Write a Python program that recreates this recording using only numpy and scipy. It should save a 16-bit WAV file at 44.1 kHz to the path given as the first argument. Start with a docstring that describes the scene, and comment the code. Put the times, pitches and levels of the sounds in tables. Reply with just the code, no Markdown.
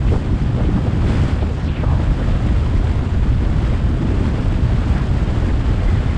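"""Open upper deck of a moving ship in strong wind, heard through one small microphone.
Eddies pound the port with a deep rumble, flap against the housing and now and then break in a rough puff.
Air and sea rush behind in shaped noise; one whoosh, noise replayed ever slower, falls in pitch.
A railing whistles faintly near the end as a wavering sine; a limiter holds down the bass peaks."""
import sys
import numpy as np
from scipy import signal
from scipy.fft import rfft, irfft
from scipy.io import wavfile
from scipy.ndimage import uniform_filter1d, minimum_filter1d

SR = 44100
rng = np.random.default_rng(int(sys.argv[2]) if len(sys.argv) > 2 else 0)


def to_wav(sig):
    """Store sig (one row per channel, or 1-D mono) as 16-bit WAV at the path in sys.argv[1].

    Samples outside -1..1 are clipped; the rate is SR.
    """
    pcm = np.clip(np.atleast_2d(sig), -1, 1) * 32767
    pcm = np.round(pcm).astype(np.int16)
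    wavfile.write(sys.argv[1], SR, pcm.T)  # frames by channels


N = 272097
TIME = np.arange(N) / SR  # s
HZ = np.fft.rfftfreq(N, 1 / SR)


def gain_of(db):
    """Decibels to amplitude."""
    return 10 ** (np.asarray(db) / 20)


def evened(x):
    """Scales to an rms of one."""
    return x / np.sqrt(np.mean(x ** 2) + 1e-20)


def curves(rows):
    """Each column of a timed table, interpolated at every sample."""
    time_s, *columns = np.transpose(rows)
    return [np.interp(TIME, time_s, column) for column in columns]


def noise(gain):
    """Random pressure of rms one, shaped by the gain at each frequency."""
    spectrum = rfft(rng.standard_normal(N))
    return evened(irfft(spectrum * gain, N))


def coloured(points):
    """Noise whose spectrum joins the points on a log-frequency axis and ends with them."""
    point_hz, point_db = np.transpose(points)
    db = np.interp(np.log(HZ + 1), np.log(point_hz), point_db)
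    return noise(gain_of(db) * (HZ < point_hz[-1]))


def flutter(hz):
    """Chance swings of rms one, mostly slower than hz."""
    drift_cut = HZ / (HZ + 2)
    return noise(drift_cut / (1 + (HZ / hz) ** 2))


def smooth(x, length_s):
    """Triangular running mean: two box means of the given length."""
    size = max(int(length_s * SR), 1)
    return uniform_filter1d(uniform_filter1d(x, size), size)


def sustained(x, window_s):
    """Keeps the strength of a turbulent flow even over the window."""
    return x / np.sqrt(smooth(x ** 2, window_s) + 1e-9)


def swell(centre_s, length_s):
    """Smooth rise and fall of height one."""
    return np.exp(-2 * ((TIME - centre_s) / length_s) ** 2)


def band(hz, centre_hz, spread_oct):
    """Bell of gain around a centre on an octave axis."""
    octaves = np.log2((hz + 1) / centre_hz)
    return np.exp(-(octaves / spread_oct) ** 2 / 4)


def add(mix, centre_s, sound):
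    """Mixes in a sound centred on the given time."""
    at = round(centre_s * SR) - len(sound) // 2 + np.arange(len(sound))
    inside = (at >= 0) & (at < len(mix))
    mix[at[inside]] += sound[inside]


# Colour of the deep rumble. Each row: frequency in Hz, spectrum level in dB per Hz (relative).
RUMBLE_COLOUR = [(10, -14.5), (20, -11), (30, -6.5), (45, 1.5), (63, 1), (80, 0), (100, -6.5), (150, -22),
                 (400, -38), (1000, -92)]
# Colour of the wake's throb. Each row: frequency in Hz, spectrum level in dB per Hz (relative).
THROB_COLOUR = [(50, -37.5), (80, -1.5), (95, -4.5), (125, -2), (150, -9), (200, -23), (600, -71.5)]
# Strength of the wake shed by the housing, also played by buffet(). Each row: time in seconds, level in dB.
WAKE = [(0, -25.5), (.75, -23), (.95, -24), (1.12, -22), (1.27, -23), (1.36, -26.5), (1.7, -26),
        (2.4, -26.5), (2.85, -25.5), (3.04, -27), (3.15, -27), (3.6, -26), (3.85, -25.5), (4.1, -22.5),
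        (4.5, -24.5), (5.3, -26), (6.17, -26.5)]
# Stream swings onto the microphone (surge, +) or slips off it (lull, -), also used by buffet().
# Each row: centre in seconds, change of deep rumble in dB, change of throb in dB, length in seconds.
SWINGS = [(0.111, 9.5, 2.5, 0.041), (0.221, -10, -1.5, 0.041), (0.396, -10.5, -5.5, 0.03),
          (0.498, -8, 4.5, 0.044), (0.556, -6.5, 2, 0.043), (0.668, 5, 2.5, .06), (0.828, -10, 0, 0.035),
          (0.938, -6, 3.5, 0.099), (1.076, 0, 3.5, 0.074), (1.218, -4, 15, 0.034),
          (1.304, -12.5, -3, 0.015), (1.485, -5.5, -1.5, 0.06), (1.61, -6.5, -2, 0.1),
          (1.753, -9.5, -1, 0.041), (1.92, 2, 6.5, 0.082), (2.103, 6, 3.5, 0.04), (2.147, -7.5, -2, 0.026),
          (2.295, 3, -3.5, 0.046), (2.407, -8, 2.5, 0.026), (2.546, 7.5, -1.5, 0.046),
          (2.646, -10.5, -1, 0.019), (2.782, 7.5, -7, 0.041), (2.906, 1, -5, 0.022),
          (2.998, 2, -1.5, 0.026), (3.097, -12.5, -0.5, 0.034), (3.35, 3.5, 0, 0.32),
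          (3.53, 1, 10.5, 0.027), (3.72, 6.5, 1.5, 0.02), (3.778, -4.5, 0, 0.018), (4, -8.5, -1.5, 0.035),
          (4.313, -3, -11.5, 0.018), (4.428, -8, -6.5, 0.026), (4.49, 3, -4, 0.051),
          (4.607, 0.5, -6, 0.033), (4.646, 4, 11, 0.019), (4.912, 10, -0.5, 0.029),
          (5.051, -2, -0.5, 0.046), (5.526, 4, -2.5, 0.04), (5.69, 2, -9, 0.027), (5.893, 4, -14.5, 0.08),
          (5.971, 1, 10, 0.045), (6.027, -7, -6.5, .02)]
RUMBLE_DB, THROB_RE_DEEP_DB = -15.5, -4
WAKE_USUAL_DB, THROB_DB_PER_WAKE_DB = -26, 0.28


def rumble(surge_db=1.0, surge_hz=12):
    """Large eddies press on the microphone as the stream swings; the wake throbs above them."""
    wake_db, = curves(WAKE)
    deep_db, throb_swing_db = np.zeros(N), np.zeros(N)
    for centre_s, deep_change_db, throb_change_db, length_s in SWINGS:
        swing = swell(centre_s, length_s)
        deep_db += deep_change_db * swing
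        throb_swing_db += throb_change_db * swing
    throb_db = THROB_RE_DEEP_DB + THROB_DB_PER_WAKE_DB * (wake_db - WAKE_USUAL_DB) + throb_swing_db
    deep = gain_of(deep_db) * sustained(coloured(RUMBLE_COLOUR), window_s=0.064)
    throb = gain_of(throb_db) * sustained(coloured(THROB_COLOUR), window_s=0.05)
    return gain_of(RUMBLE_DB + surge_db * flutter(surge_hz)) * evened(deep + throb)


# Colour of the flapping. Each row: frequency in Hz, spectrum level in dB per Hz (relative).
BUFFET_COLOUR = [(60, -39.5), (130, -6), (180, 2.5), (260, -1), (310, -4), (370, -8.5), (480, -17.5),
                 (800, -25), (2000, -37), (6000, -70.5)]
BUFFET_DB_PER_LULL_DB = 0.29


def buffet(eddies, flutter_db=2.0, burst_db=1.0, burst_hz=18):
    """Smaller eddies flap against the housing in quick bursts and slacken in the lulls."""
    level_db, = curves(WAKE)
    lull_db = np.zeros(N)
    for centre_s, deep_change_db, _, length_s in SWINGS:
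        lull_db += BUFFET_DB_PER_LULL_DB * min(deep_change_db, 0) * swell(centre_s, length_s)
    flapping = coloured(BUFFET_COLOUR) * gain_of(flutter_db * eddies)
    gain = gain_of(level_db + lull_db + burst_db * flutter(burst_hz))
    return gain * sustained(flapping, window_s=0.13)


def patchy(x, patch_db=0.9, patch_hz=30, lowest_hz=500, count=4):
    """Small passing eddies lift or dip one octave or another for a moment."""
    octave = np.clip(np.log2((HZ + 1) / lowest_hz), 0, count - 1)
    spectrum, out = rfft(x), np.zeros(N)
    for k in range(count):
        share = np.maximum(1 - abs(octave - k), 0)  # triangles that sum to one
        out += irfft(spectrum * share, N) * gain_of(patch_db * flutter(patch_hz))
    return out


# Wind over the deck, with one gust early on. Each row: time in seconds, strength in dB against the usual.
WIND = [(0, -1.5), (.5, -2), (.78, -0.2), (.99, -0.4), (1.08, 2.9), (1.3, 2), (1.35, 0), (1.48, -1.5),
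        (1.8, -1), (2.3, 0.9), (2.9, 0), (3.3, -1.5), (3.65, 1), (3.85, -1.4), (4.25, 1), (4.53, 0.7),
        (4.61, -0.5), (4.72, 1), (5.25, 1.5), (5.6, 0.5), (6.0, 1.5), (6.17, 0.5)]
# Colour of the broad rush. Each row: frequency in Hz, spectrum level in dB per Hz (relative).
RUSH_COLOUR = [(150, -18), (400, 4), (600, 2.5), (900, -0.6), (1500, -3.5), (2400, -9.5), (3300, -11.5),
               (4000, -19), (5000, -26.5), (7000, -45), (12000, -74)]
# Colour of the fine hiss. Each row: frequency in Hz, spectrum level in dB per Hz (relative).
HISS_COLOUR = [(2000, -19), (3500, 0), (4800, 1.5), (5600, -3), (6400, -5), (7200, -3.5), (8300, -6),
               (9200, -12.5), (9800, -18), (10500, -17.5), (11300, -26.5), (12000, -36.5), (13400, -29),
               (14500, -54.5)]
# Hiss rises (+) or sinks (-) briefly. Each row: centre in seconds, change in dB, length in seconds.
HISS_SWELLS = [(0.138, 4, 0.083), (0.41, 2.5, .025), (1.132, 3, 0.066), (1.248, 3, 0.099),
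               (1.757, -2, 0.15)]
RUSH_DB, HISS_DB = -33.5, -50.5  # in the usual wind
HISS_DB_PER_WIND_DB = 0.97


def airflow(eddies, rush_eddy_db=-0.05, rush_flutter_db=1.25,
            hiss_eddy_db=0.6, hiss_flutter_db=1.0, gustiness_db=0.6):
    """Broad rush and fine hiss follow the wind; the hiss also rises with the eddies; each flutters."""
    wind_db = curves(WIND)[0] + gustiness_db * flutter(8.7)
    rush_db = RUSH_DB + wind_db
    hiss_db = HISS_DB + HISS_DB_PER_WIND_DB * wind_db
    for centre_s, change_db, length_s in HISS_SWELLS:
        hiss_db += change_db * swell(centre_s, length_s)
    rush_gain = gain_of(rush_eddy_db * eddies + rush_flutter_db * flutter(170))
    hiss_gain = gain_of(hiss_eddy_db * eddies + hiss_flutter_db * flutter(120))
    rush = coloured(RUSH_COLOUR) * rush_gain
    hiss = coloured(HISS_COLOUR) * hiss_gain
    return gain_of(rush_db) * evened(patchy(rush)) + gain_of(hiss_db) * evened(hiss)


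# Eddies that break on the port.
# Each row: centre in seconds, level in dB, length in seconds, centre in Hz, spread in octaves.
PUFFS = [(0.086, -39, 0.026, 2520, 0.2), (0.128, -18, 0.024, 250, 0.59), (0.143, -28.5, 0.012, 680, 0.58),
         (0.159, -25.5, 0.013, 520, 0.49), (0.427, -47, 0.018, 2700, 0.58), (0.583, -26, 0.02, 450, 0.3),
         (0.605, -28.5, 0.024, 520, 0.65), (0.648, -22.5, 0.01, 388, 0.16), (0.655, -40, 0.01, 2460, 0.22),
         (0.69, -16, 0.011, 250, 0.32), (0.759, -13.5, 0.02, 181, 0.33), (0.776, -34, 0.016, 950, 0.38),
         (0.871, -22.5, 0.015, 450, 0.42), (1.169, -37.5, 0.13, 1730, 0.4), (1.239, -19, 0.015, 180, 0.41),
         (1.3, -39, 0.032, 2200, 0.44), (1.417, -41, 0.027, 2480, 0.4), (1.428, -23.5, 0.015, 440, 0.54),
         (1.509, -32, 0.03, 480, 0.24), (1.688, -38.5, 0.017, 2740, 0.17),
         (1.767, -35.5, 0.013, 2430, 0.33), (1.837, -20.5, 0.01, 559, 0.48), (1.895, -38, 0.015, 880, 0.3),
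         (1.992, -33, 0.026, 483, 0.43), (2.209, -26, 0.015, 480, 0.34), (2.461, -21, 0.03, 224, 0.41),
         (3.267, -20.5, 0.018, 218, 0.27), (3.725, -22, 0.016, 205, 0.52), (4.03, -20.5, 0.07, 210, 0.35),
         (4.388, -27.5, 0.016, 460, 0.23), (4.99, -35.5, 0.051, 1200, 0.4), (5.692, -32, 0.012, 520, 0.54),
         (5.825, -28, 0.011, 520, 0.38)]
PUFF_RISE, PUFF_FALL = 0.7, 1.15  # build and decay times, as multiples of the length


def puffs(tear_db=0.5, size=16384):
    """Each breaking eddy is a band of noise, low thump to thin rip, that hits fast and dies slower."""
    out = np.zeros(N)
    tearing = gain_of(tear_db * flutter(150))
    offset_s = (np.arange(size) - size // 2) / SR
    bins_hz = np.fft.rfftfreq(size, 1 / SR)
    side = np.where(offset_s < 0, PUFF_RISE, PUFF_FALL)
    for centre_s, level_db, length_s, centre_hz, spread_oct in PUFFS:
        spectrum = rfft(rng.standard_normal(size)) * band(bins_hz, centre_hz, spread_oct)
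        burst = sustained(irfft(spectrum), window_s=0.013)
        envelope = np.exp(-2 * (offset_s / length_s / side) ** 2)
        add(out, centre_s, gain_of(level_db) * envelope * burst)
    return out * tearing


# Band of rushing air that falls in pitch. Each row: time in seconds, centre in Hz, level in dB.
WHOOSH = [(1.5, 6500, -66), (1.545, 5900, -56), (1.6, 5000, -59), (1.66, 3900, -47), (1.72, 2588, -45),
          (1.815, 2052, -40), (1.845, 1047, -41), (1.92, 860, -31), (1.97, 800, -37), (2.03, 778, -39),
          (2.16, 687, -63)]


def whoosh(spread_oct=0.27):
    """A band of air noise, read ever slower, slides down from a thin hiss to a full rush."""
    centre_hz, level_db = curves(WHOOSH)
    lowest_hz = centre_hz.min()
    travel = np.cumsum(centre_hz / lowest_hz) % N  # read position in samples
    air = np.interp(travel, np.arange(N), noise(band(HZ, lowest_hz, spread_oct)))
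    sounding = (TIME > WHOOSH[0][0]) & (TIME < WHOOSH[-1][0])
    return gain_of(level_db) * sustained(air, window_s=0.02) * sounding


# Wind singing on a railing. Each row: time in seconds, pitch in Hz, level in dB.
WHISTLE = [(5.72, 2145, -56), (5.82, 2110, -50), (5.89, 2015, -40), (5.95, 2010, -45), (6.02, 2144, -54),
           (6.1, 2080, -45), (6.17, 2070, -53)]


def whistle(waver=0.027, flutter_db=4):
    """A faint, fuzzy tone glides in pitch as the table sets, with a quick random waver."""
    pitch_hz, level_db = curves(WHISTLE)
    turns = np.cumsum(pitch_hz * (1 + waver * flutter(120))) / SR
    tone = evened(np.sin(2 * np.pi * turns) * gain_of(flutter_db * flutter(40)))
    return gain_of(level_db) * tone * (TIME > WHISTLE[0][0])


def scene():
    """Sums the layers; buffet and airflow share one eddy signal."""
    eddies = flutter(69.5)
    mix = rumble() + buffet(eddies) + airflow(eddies) + puffs() + whoosh() + whistle()
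    return mix[None]


def limited(x, ceiling_db, hold_s):
    """Turns the gain down around every peak that would pass the ceiling."""
    room = np.minimum(gain_of(ceiling_db) / (abs(x) + 1e-9), 1)
    held_gain = minimum_filter1d(room, max(int(hold_s * SR), 1))
    return x * smooth(held_gain, hold_s / 2)


EDGE_HZ, BASS_HZ, FADE_IN_S = 15100, 400, 0.004


def record(dry):
    """A fast limiter on the bass, a soft start, then the band limit."""
    bass = signal.sosfiltfilt(signal.butter(2, BASS_HZ, fs=SR, output="sos"), dry[0])
    held = dry[0] - bass + limited(bass, ceiling_db=-7.5, hold_s=0.008)
    fade_in = np.minimum(TIME / FADE_IN_S, 1)
    edge = signal.butter(16, EDGE_HZ, fs=SR, output="sos")
    return signal.sosfiltfilt(edge, held * fade_in)[None]


dry = scene()
out = record(dry)
to_wav(out)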